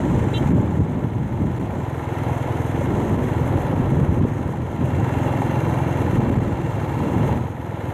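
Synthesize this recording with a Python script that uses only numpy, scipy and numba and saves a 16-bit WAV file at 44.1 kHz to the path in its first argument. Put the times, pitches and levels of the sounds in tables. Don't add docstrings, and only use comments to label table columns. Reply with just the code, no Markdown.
import sys
import numpy as np
from scipy import signal
from scipy.fft import rfft, irfft, next_fast_len
from scipy.io import wavfile
from scipy.ndimage import uniform_filter1d
from numba import njit

SR = 44100
rng = np.random.default_rng(int(sys.argv[2]) if len(sys.argv) > 2 else 0)


def materialize(psi):
    bounded = np.clip(np.atleast_2d(psi).T, -1, 1)
    quanta = np.round(bounded * 32767).astype(np.int16)
    wavfile.write(sys.argv[1], SR, quanta)


def linear_from_db(decibels):
    return 10 ** (np.asarray(decibels, float) / 20)


N = 349713

# [t/s, firing rate/Hz]
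FIRING_RATE = [(0.0, 21.0), (0.25, 21.43), (0.9, 21.13), (1.3, 20.95), (1.75, 21.02), (2.1, 20.66),
               (2.5, 20.94), (4.7, 21.03), (5.1, 21.32), (5.5, 21.65), (6.7, 21.75), (6.85, 21.52),
               (7.15, 20.53), (7.5, 20.98), (7.93, 20.48)]


def unit(x):
    return x / np.sqrt(np.mean(x ** 2))


def curves(table):
    s, *columns = np.transpose(table)
    return [np.interp(np.arange(N) / SR, s, c) for c in columns]


def spell(start, end, rise, fall):
    return np.interp(np.arange(N) / SR, [start - rise, start, end, end + fall], [0, 1, 1, 0])


def band(x, lo_hz, hi_hz, order=2):
    return signal.sosfilt(signal.butter(order, [lo_hz, hi_hz], "band", fs=SR, output="sos"), x)


def walk(rate):
    k = int(SR / rate)
    steps = np.repeat(rng.standard_normal(N // 150), k)[:N]
    return 0.75 * uniform_filter1d(uniform_filter1d(steps, k), k)


def flutter(rate):
    steps = walk(rate)
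    return steps - uniform_filter1d(steps, size=SR // 5)


def patchy(spectrum, flicker_db, rate, ref_lo_hz, ref_hi_hz, count):
    size = next_fast_len(N)
    hz = np.arange(size // 2 + 1) * SR / size + 1e-3
    f, db = np.transpose(spectrum)
    colour = linear_from_db(np.interp(np.log(hz), np.log(f), db, left=-200))
    place = (count - 1) * np.log(hz / f[0]) / np.log(f[-1] / f[0])
    noise = rfft(rng.standard_normal(size)) * colour
    out = np.zeros(N)
    for k in range(count):
        share = np.clip(1 - abs(place - k), 0, 1)
        out += linear_from_db(flicker_db * walk(rate)) * irfft(noise * share, size)[:N]
    in_reference = (hz > ref_lo_hz) & (hz < ref_hi_hz)
    return out / np.sqrt(2 * np.sum(colour[in_reference] ** 2) / size)


def singing(modes, quick_db, slow_db):
    white = rng.standard_normal(N)
    out = np.zeros(N)
    for hz, w, db in modes:
        gain = linear_from_db(db + quick_db * walk(21.96) + slow_db * walk(0.83))
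        out += gain * unit(band(white, hz - w / 2, hz + w / 2))
    return out


def burst(cycle, at, length, db, scatter_db):
    turn = cycle - at + .5
    size = linear_from_db(db + scatter_db * np.tanh(rng.standard_normal(N // 1000)))[turn.astype(int)]
    return size * np.exp(-.5 * ((turn % 1 - .5) / length) ** 2)


def nearness():
    # [t/s, valve level/dB, chain side facing/dB]
    engine = [(0, -40.5, 0.5), (.48, -39.5, -1), (.54, -43, -3), (1.15, -47, -2), (1.55, -44.5, -2),
              (2.0, -42.5, -2.5), (2.25, -39.5, -3), (3.05, -40, -1), (3.65, -39.5, -3.5),
              (3.75, -40.5, -3.5), (4.3, -43.5, -1.5), (4.65, -45, -2.5), (4.95, -40.5, -2),
              (5.15, -38, -3), (6.12, -38.5, -2.5), (6.22, -39.5, -4), (6.5, -42, -2), (7.3, -38.5, -2.5),
              (7.52, -47, -3.5)]
    level_db, facing_db = curves(engine)
    after_last_lean = np.clip(np.arange(N) / SR - engine[-1][0], 0, None)
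    return level_db + 12 * after_last_lean, facing_db


def thump_db():
    sag = np.clip(-np.gradient(curves(FIRING_RATE)[0]) * SR - 1, 0, None)
    return nearness()[0] + 15.4 - 1.2 * uniform_filter1d(sag, size=8000)


def exhaust(cycle):
    # [multiple of the firing rate, level/dB]
    overtones = [(2, -20), (3, -19), (4, -4), (5, -1), (6, 0), (7, -3), (8, -13), (9, -19), (11, -21),
                 (12, -8), (13, -12), (14, -15), (15, -14), (16, -11), (17, -17), (18, -19), (22, -22)]
    turn = 2 * np.pi * (cycle + .03 + .002 * walk(12))
    pulse = np.zeros(N)
    for k, db in overtones:
        phase = -.7 if k < 10 else np.pi + .2 * (k - 10)
        pulse += linear_from_db(db) * np.cos(k * turn + phase)
    return unit(pulse) * linear_from_db(thump_db() + .8 + .9 * flutter(21))


def casing(cycle, shuts):
    # [f/Hz, level per Hz/dB]
    casing_colour = [(150, -37), (215, -52), (255, -7), (335, 1), (405, -3.5), (500, 0.5), (640, -4.5),
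                     (830, -2), (1010, -4), (1110, -12), (1300, -11.5), (1700, -60)]
    # [f/Hz, width/Hz, level/dB]
    covers = [(498, 41, -20), (850.3, 56, -8), (928, 81, -11), (1334, 67, -18.5), (2143, 48, -22)]
    level_db, facing_db = nearness()
    drone = patchy(casing_colour, .8, 12, 600, 1100, count=6) + singing(covers, 3.0, 1.5)
    swell = .88 + shuts * .8 + .11 * np.cos(2 * np.pi * (cycle - .42))
    return linear_from_db(level_db + 5.8 - 0.61 * facing_db) * drone * swell


def valves(opens, shuts, fires):
    # [f/Hz, level per Hz/dB]
    valve_colour = [(620, 1.5), (1050, -14), (1120, -48), (1330, -2), (1540, -5), (1830, -3.5), (2190, -10),
                    (2420, -13), (2640, -13.5), (2880, -15), (3150, -15.5), (3760, -22.5), (4080, -23),
                    (4430, -31), (4710, -33), (5400, -34), (7020, -58), (11900, -120)]
    clatter = patchy(valve_colour, 0.99, 21.14, 1150, 2320, count=7)
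    seating = 1.3 * shuts * band(clatter, 2900, 6000)
    return linear_from_db(nearness()[0]) * (clatter * (.82 + .8 * opens + .75 * fires) + seating)


def chain(opens, fires):
    # [f/Hz, level per Hz/dB]
    hiss_colour = [(2760, -40), (4700, -37), (5190, -10.5), (6290, 3.5), (6920, -1), (7230, 2.5),
                   (7500, -4.5), (7780, -2), (8990, -4), (9800, -20), (12700, -35), (21600, -120)]
    # [f/Hz, width/Hz, level above hiss/dB]
    link_modes = [(6525, 70, -8), (6680, 90, -13), (7310, 110, -8), (9080, 120, -13), (9910, 60, -22),
                  (11510, 160, -15), (13030, 120, -18)]
    # [f/Hz, level per Hz/dB]
    top_colour = [(5590, -39), (9500, 1), (10300, -2.5), (11300, 4.5), (12100, -5), (12900, 4.5),
                  (13600, -7), (13800, -7), (14700, -2), (15500, -11)]
    # [start t/s, end t/s, level/dB]
    shades = [
        (0, .5, -1.5),
        (.55, .95, -2),
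        (2.5, 3.7, 0.5),
        (7.0, 7.6, 0.5),
        (3.75, 4.35, -1),
        (6.17, 6.55, -1.5),
    ]
    level_db, facing_db = nearness()
    shake = linear_from_db(1.5 * flutter(70) + 1.8 * flutter(24))
    hiss = patchy(hiss_colour, 0.34, 28, 6280, 8700, count=5) * (.88 + .45 * opens + .3 * fires)
    links = singing(link_modes, 3.5, 2.5) * (.8 + .5 * opens)
    shade_db = sum(db * spell(a, b, .03, .08) for a, b, db in shades)
    top = patchy(top_colour, 1.5, 1.6, 9900, 15000, count=8) * linear_from_db(shade_db)
    top = top * (.85 + .75 * opens + .6 * fires)
    top_db = -6 - 1.44 * facing_db
    return linear_from_db(level_db - 15 + facing_db) * shake * (hiss + links + linear_from_db(top_db) * top)


def rattle(cycle):
    opens = burst(cycle, .27, .055, -3.5, 2.5)
    shuts = burst(cycle, .57, .05, -7, 4.0)
    fires = burst(cycle, .96, .04, -8, 3.0)
    return casing(cycle, shuts) + valves(opens, shuts, fires) + chain(opens, fires)


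def rings(cycle):
    # [f/Hz, width/Hz, level above valves/dB]
    plate_modes = [(455, 9, -6), (330, 10, -3), (2140, 110, -14), (2310, 80, -16), (3350, 110, -25),
                   (3990, 100, -26.5)]
    swell = .7 + burst(cycle, .3, .07, -1, 3.0)
    plates = swell * singing(plate_modes, 2.0, 2.0)
    tick = burst(cycle, .3, .06, -22, 2.5) * spell(1.5, 4.7, .3, .2)
    tappet = tick * singing([(9200, 500, 0)], .5, .5)
    return linear_from_db(nearness()[0]) * (plates + tappet)


def glints(cycle):
    # [start t/s, end t/s, f/Hz, width/Hz, level above valves/dB]
    facing_parts = [(0, .8, 7250, 400, -21), (.5, .85, 7600, 1600, -24), (6.2, 7.0, 4300, 500, -27),
                    (0, .5, 8500, 1300, -27), (1.5, 3.7, 7270, 100, -28), (2.1, 2.9, 6250, 500, -26),
                    (3.9, 4.7, 6300, 700, -25), (4.95, 5.45, 7300, 200, -25), (5.45, 6.2, 6250, 450, -22),
                    (6.25, 6.7, 7300, 400, -25), (1.3, 2.6, 11200, 900, -26), (1.1, 2.0, 14600, 1700, -31),
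                    (3.5, 4.6, 10000, 700, -30), (4.2, 4.9, 11500, 1200, -29), (5.3, 5.9, 12700, 500, -30),
                    (6.0, 6.8, 14600, 1800, -30), (6.25, 6.95, 11600, 1300, -29),
                    (6.45, 7.0, 4600, 900, -30), (5.05, 5.3, 3400, 80, -22), (5.3, 6.2, 3970, 50, -26),
                    (5.6, 6.2, 2350, 100, -14), (5.25, 5.75, 850, 70, -1), (5.1, 5.4, 2695, 50, -19),
                    (6.62, 6.7, 2700, 40, -15), (.3, .5, 850, 80, -2), (2.2, 2.7, 850, 70, -3),
                    (6.9, 7.35, 860, 80, -3)]
    throb = .75 + burst(cycle, .28, .07, -2, 3.0)
    white = rng.standard_normal(N)
    parts = np.zeros(N)
    for a, b, hz, w, db in facing_parts:
        parts += linear_from_db(db) * spell(a, b, 0.074, .1) * unit(band(white, hz - w / 2, hz + w / 2))
    return linear_from_db(nearness()[0]) * throb * parts


def whine(cycle):
    # [start t/s, end t/s, level/dB]
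    mesh = [
        (2.1, 3.7, 2),
        (4.1, 4.5, 3.5),
        (4.85, 6.0, 7.5),
        (6.1, 7.35, 6.5),
    ]
    ring_db = nearness()[0] - 23 + sum(db * spell(a, b, 0.057, 0.048) for a, b, db in mesh)
    stroke_db = .5 + 5 * np.cos(2 * np.pi * (cycle - .12)) + 1.6 * flutter(24)
    pitch_hz = 2735 + 18 * walk(2) + 16 * np.sin(2 * np.pi * cycle)
    tone = 1.2 * np.sin(2 * np.pi * np.cumsum(pitch_hz) / SR)
    return linear_from_db(ring_db + stroke_db + 1.6) * (tone + .3 * singing([(2738, 46, 0)], .6, 0))


def gusts():
    # [start t/s, length/s, level/dB, chest part above it/dB]
    blows = [(0, 0.077, -22.5, -5), (0.104, 0.14, -27, 9.5), (0.413, 0.031, -25, -4),
             (0.499, 0.094, -19, 5), (0.634, 0.17, -23.5, 4), (0.854, 0.067, -30, 6),
             (0.952, 0.093, -24, -10), (1.105, 0.28, -40, 19), (1.403, 0.069, -21.5, 2),
             (1.6, 0.026, -31, 0), (1.748, 0.061, -34, 0), (2.283, 0.047, -36, 11),
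             (2.733, 0.21, -36.5, 11), (2.91, 0.16, -23, -12), (3.077, 0.2, -25, 1), (3.4, 0.16, -30, 7),
             (3.735, 0.17, -31, 12.5), (3.928, 0.11, -27, 11), (4.06, 0.036, -28.5, 2),
             (4.13, 0.08, -29.5, 9), (4.363, 0.051, -28, -3), (4.814, 0.063, -26, 6.5),
             (4.938, 0.12, -28.5, 6), (5.126, 0.4, -29, -5), (5.59, 0.098, -31, -2),
             (6.017, 0.069, -25.5, 3), (6.137, 0.13, -23, -3), (6.323, 0.19, -25, -0.5),
             (6.696, 0.36, -42, 8), (7.008, 0.087, -23.5, -4), (7.145, 0.23, -24.5, 3.5)]
    # [start t/s, end t/s]
    lulls = [
        (1.85, 2.7),
        (7.47, 8.1),
    ]
    # [start t/s, end t/s, upper part more/dB, deep part more/dB]
    edge_on = [
        (0.103, 0.454, 4.5, 7),
        (0.754, 1.5, -2, 2),
        (2.75, 3.298, 4.5, 4),
        (3.5, 4.246, 5, 8),
        (6.15, 6.433, 1.5, 8),
        (6.75, 7.4, 1.5, -1),
        (7.497, 8.1, -6, -5),
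    ]
    lee = sum(spell(a, b, 0.035, 0.074) for a, b in lulls)
    breeze = linear_from_db(2 * (-32.5 - 7 * lee))
    blown = [linear_from_db(2 * db) * spell(s, s + length, 0.027, 0.026) ** 2 for s, length, db, _ in blows]
    power = breeze + sum(blown)
    level_db = 10 * np.log10(power)
    chest_db = (10 * breeze + sum(p * row[3] for p, row in zip(blown, blows))) / power
    upper_db, deep_db = sum(np.outer(more_db, spell(a, b, 0.13, 0.088)) for a, b, *more_db in edge_on)
    deep_db = deep_db - 12 + 0.12 * chest_db - 0.48 * (level_db + 33.0)
    upper_db = upper_db - 2 - 0.66 * (level_db + 30.5)
    return level_db, deep_db, upper_db, chest_db


def wind():
    # [f/Hz, level per Hz/dB]
    wind_colour = [(13, -47), (22, -13), (81, -1.5), (129, -1), (171, -5), (219, -6.5), (313, -7.5),
                   (539, -18.5), (583, -13), (681, -29.5), (900, -23), (1170, -30), (1980, -120)]
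    # [t/s, peak level/dB, f/Hz]
    buffets = [(0.097, -23, 169), (.179, -14, 187), (.268, -14, 150), (.8, -8, 200), (.952, -15, 111),
               (1.04, -12, 130), (1.064, -18, 128), (1.259, -14.5, 110), (1.414, -17, 178),
               (1.631, -20, 221), (2.869, -19, 153), (2.904, -16, 199), (3.734, -14, 195),
               (3.916, -5.5, 127), (4.115, -10, 110), (4.354, -24, 219), (4.823, -16, 170),
               (5.567, -15, 127), (6.067, -15, 219), (6.127, -12, 152), (6.193, -4, 215), (6.226, -19, 121),
               (6.521, -15, 98), (6.768, -25, 245), (7.081, -15, 211), (7.162, -7, 203), (7.249, -25, 170),
               (7.355, -23, 182), (0.456, -4.5, 124), (0.491, -7, 149), (0.507, -7, 155), (0.53, -3, 156),
               (0.548, -10, 165), (0.695, -20, 130), (0.791, -14, 123), (0.81, -10.5, 99),
               (1.431, -19, 190), (1.606, -17, 131), (3.794, -4, 121), (4.011, -9, 119), (4.084, -4, 95),
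               (4.177, -13, 127), (4.21, -6.5, 151), (4.228, -5, 118), (4.248, -7, 211), (4.792, -27, 123),
               (6.182, -5, 129), (6.299, -11, 233), (6.37, -1, 116), (6.389, -16, 99), (7.199, -14, 174)]
    level_db, deep_db, upper_db, chest_db = gusts()
    eddies = patchy(wind_colour, 1.0, 20, 165, 251.5, count=5) * linear_from_db(1.4 * flutter(35))
    deep, low, mid = (signal.sosfiltfilt(signal.butter(3, hz, fs=SR, output="sos"), eddies)
                      for hz in (68, 158, 260))
    upper = linear_from_db(upper_db + np.clip(0.3 * (level_db + 25.5), -9, 0)) * (eddies - mid)
    chest = linear_from_db(chest_db - 7.5 + np.clip(level_db + chest_db + 41, -5, 0)) * (low - deep)
    rumble = linear_from_db(deep_db + 6.0) * deep + chest + (mid - low) + upper
    out = rumble * linear_from_db(level_db - 0.34)
    t = np.arange(SR // 20) / SR
    for s, db, hz in buffets:
        i = int(s * SR)
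        swing = 2 * np.pi * hz * t * (1.15 - 7 * t)
        slap = np.sin(swing) + .38 * np.sin(2 * swing)
        swell = t * hz / .75
        out[i:i + len(t)] += linear_from_db(db) * slap * swell ** 2 * np.exp(2 - 2 * swell)
    return out


def rung(hits, more_db, t60):
    out, t = np.zeros(N + SR), np.arange(SR // 20) / SR
    for s, db, hz in hits:
        i = int(s * SR)
        decay = linear_from_db(db + more_db - 60 * t / t60)
        out[i:i + len(t)] += decay * np.sin(2 * np.pi * hz * t) * np.clip(t * hz, 0, 1)
    return out[:N]


def knocks():
    # [t/s, peak level/dB, f/Hz]
    snaps = [(0.044, -14, 274), (0.331, -12, 401), (0.419, -14, 269), (0.531, -13, 353), (0.679, -22, 336),
             (0.752, -21, 296), (0.794, -10.5, 291), (0.952, -16, 272), (1.04, -18, 250), (1.066, -20, 256),
             (1.169, -23, 258), (1.198, -18, 283), (1.262, -18, 285), (1.318, -18, 280), (1.601, -19, 261),
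             (1.971, -23, 283), (2.123, -26, 347), (2.811, -13, 550), (2.871, -16, 342), (2.903, -10, 280),
             (3.577, -13, 304), (3.733, -16, 250), (3.8, -17, 285), (3.827, -21, 266), (3.851, -21, 288),
             (3.919, -17, 272), (3.945, -12, 266), (4.248, -12, 277), (4.301, -21, 315), (4.352, -22, 261),
             (4.873, -25, 326), (5.098, -17, 320), (5.199, -14, 299), (5.26, -20, 269), (5.388, -17, 252),
             (5.461, -19, 336), (5.566, -23, 312), (5.614, -13, 269), (5.666, -17, 338), (6.015, -14, 320),
             (6.062, -16, 315), (6.127, -20, 250), (6.221, -16, 250), (6.299, -10, 260), (6.496, -19, 264),
             (6.633, -21, 277), (6.768, -17, 250), (6.917, -16, 334), (7.038, -16, 261), (7.136, -14, 320)]
    # [t/s, peak level/dB, f/Hz]
    high_knocks = [(0.178, -16, 415), (0.254, -21, 417), (0.285, -16, 810), (0.491, -15, 517), (0.507, -18, 401),
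                   (0.531, -18, 412), (0.794, -17, 401), (1.004, -25, 412), (1.199, -21, 458), (1.269, -27, 447),
                   (1.424, -25, 425), (1.482, -22, 476), (3.019, -16, 495), (3.921, -15, 415), (4.244, -18, 425),
                   (5.418, -7, 850), (6.126, -19, 401), (6.299, -22, 401)]
    return rung(snaps, -0.5, t60=0.043) + rung(high_knocks, -6, t60=.035)


def horn():
    # [f/Hz, level/dB, start t/s, end t/s]
    partials = [(2740, -37, .337, .379), (3036, -42, .344, .388), (3138, -34.5, .342, .391),
                (3521, -39, .338, .379), (3914, -35, .337, .380)]
    t = np.arange(N) / SR
    toot = np.zeros(N)
    for hz, db, a, b in partials:
        gain = linear_from_db(db + 1.2 - 60 * (t - .36) + 3.2 * walk(200))
        gate = np.clip(np.minimum(t - a, .5 * (b + .004 - t)) / .004, 0, 1)
        toot += gain * np.sin(2 * np.pi * hz * t) * gate
    toot += linear_from_db(-57) * np.sin(2 * np.pi * 4305 * t) * spell(.34, .376, .003, .003)
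    toot += linear_from_db(-37) * np.sin(2 * np.pi * 3925 * t) * spell(.341, .347, .003, .005)
    return toot + linear_from_db(-24) * np.roll(toot, int(.035 * SR)) + linear_from_db(-27) * np.roll(toot, int(.062 * SR))


def scene():
    # [t/s, depth level/dB, half length/s]
    dips = [(.527, -7, .006), (.797, -7, .007), (1.45, -5, .004), (1.592, -22, .003), (3.171, -7, .003),
            (3.75, -7, .003), (4.203, -8, .006), (4.25, -5, .005), (6.306, -9, .004), (6.35, -6, .003),
            (6.396, -20, .003), (6.627, -5, .003), (6.872, -5, .003)]
    t = np.arange(N) / SR
    cycle = .16 + np.cumsum(curves(FIRING_RATE)[0]) / SR
    dip_gain = linear_from_db(sum(db * np.exp(-((t - s) / half) ** 2) for s, db, half in dips))
    engine = exhaust(cycle) + rattle(cycle) + rings(cycle) + glints(cycle) + whine(cycle)
    return (dip_gain * (engine + horn()) + wind() + knocks())[None]


@njit
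def limiter(x, top, ratio, attack, release):
    gain, e = np.ones(len(x)), 0.
    for i in range(len(x)):
        e += (abs(x[i]) - e) * (attack if abs(x[i]) > e else release)
        if e > top:
            gain[i] = (top / e) ** (1 - 1 / ratio)
    return gain


def low_pass(x):
    return signal.sosfilt(signal.butter(12, 15710, fs=SR, output="sos"), x)


def record(dry):
    port = signal.sosfilt(signal.butter(2, 42, "high", fs=SR, output="sos"), dry)
    gain = uniform_filter1d(limiter(port[0], .38, 12., .08, .0025), size=120)
    ahead = np.roll(uniform_filter1d(gain, size=90), -60)
    held = ahead * port * np.clip(np.arange(N) / 130, 0, 1)
    return low_pass(0.73 * np.tanh(held / 0.8))


dry = scene()
out = record(dry)
materialize(out)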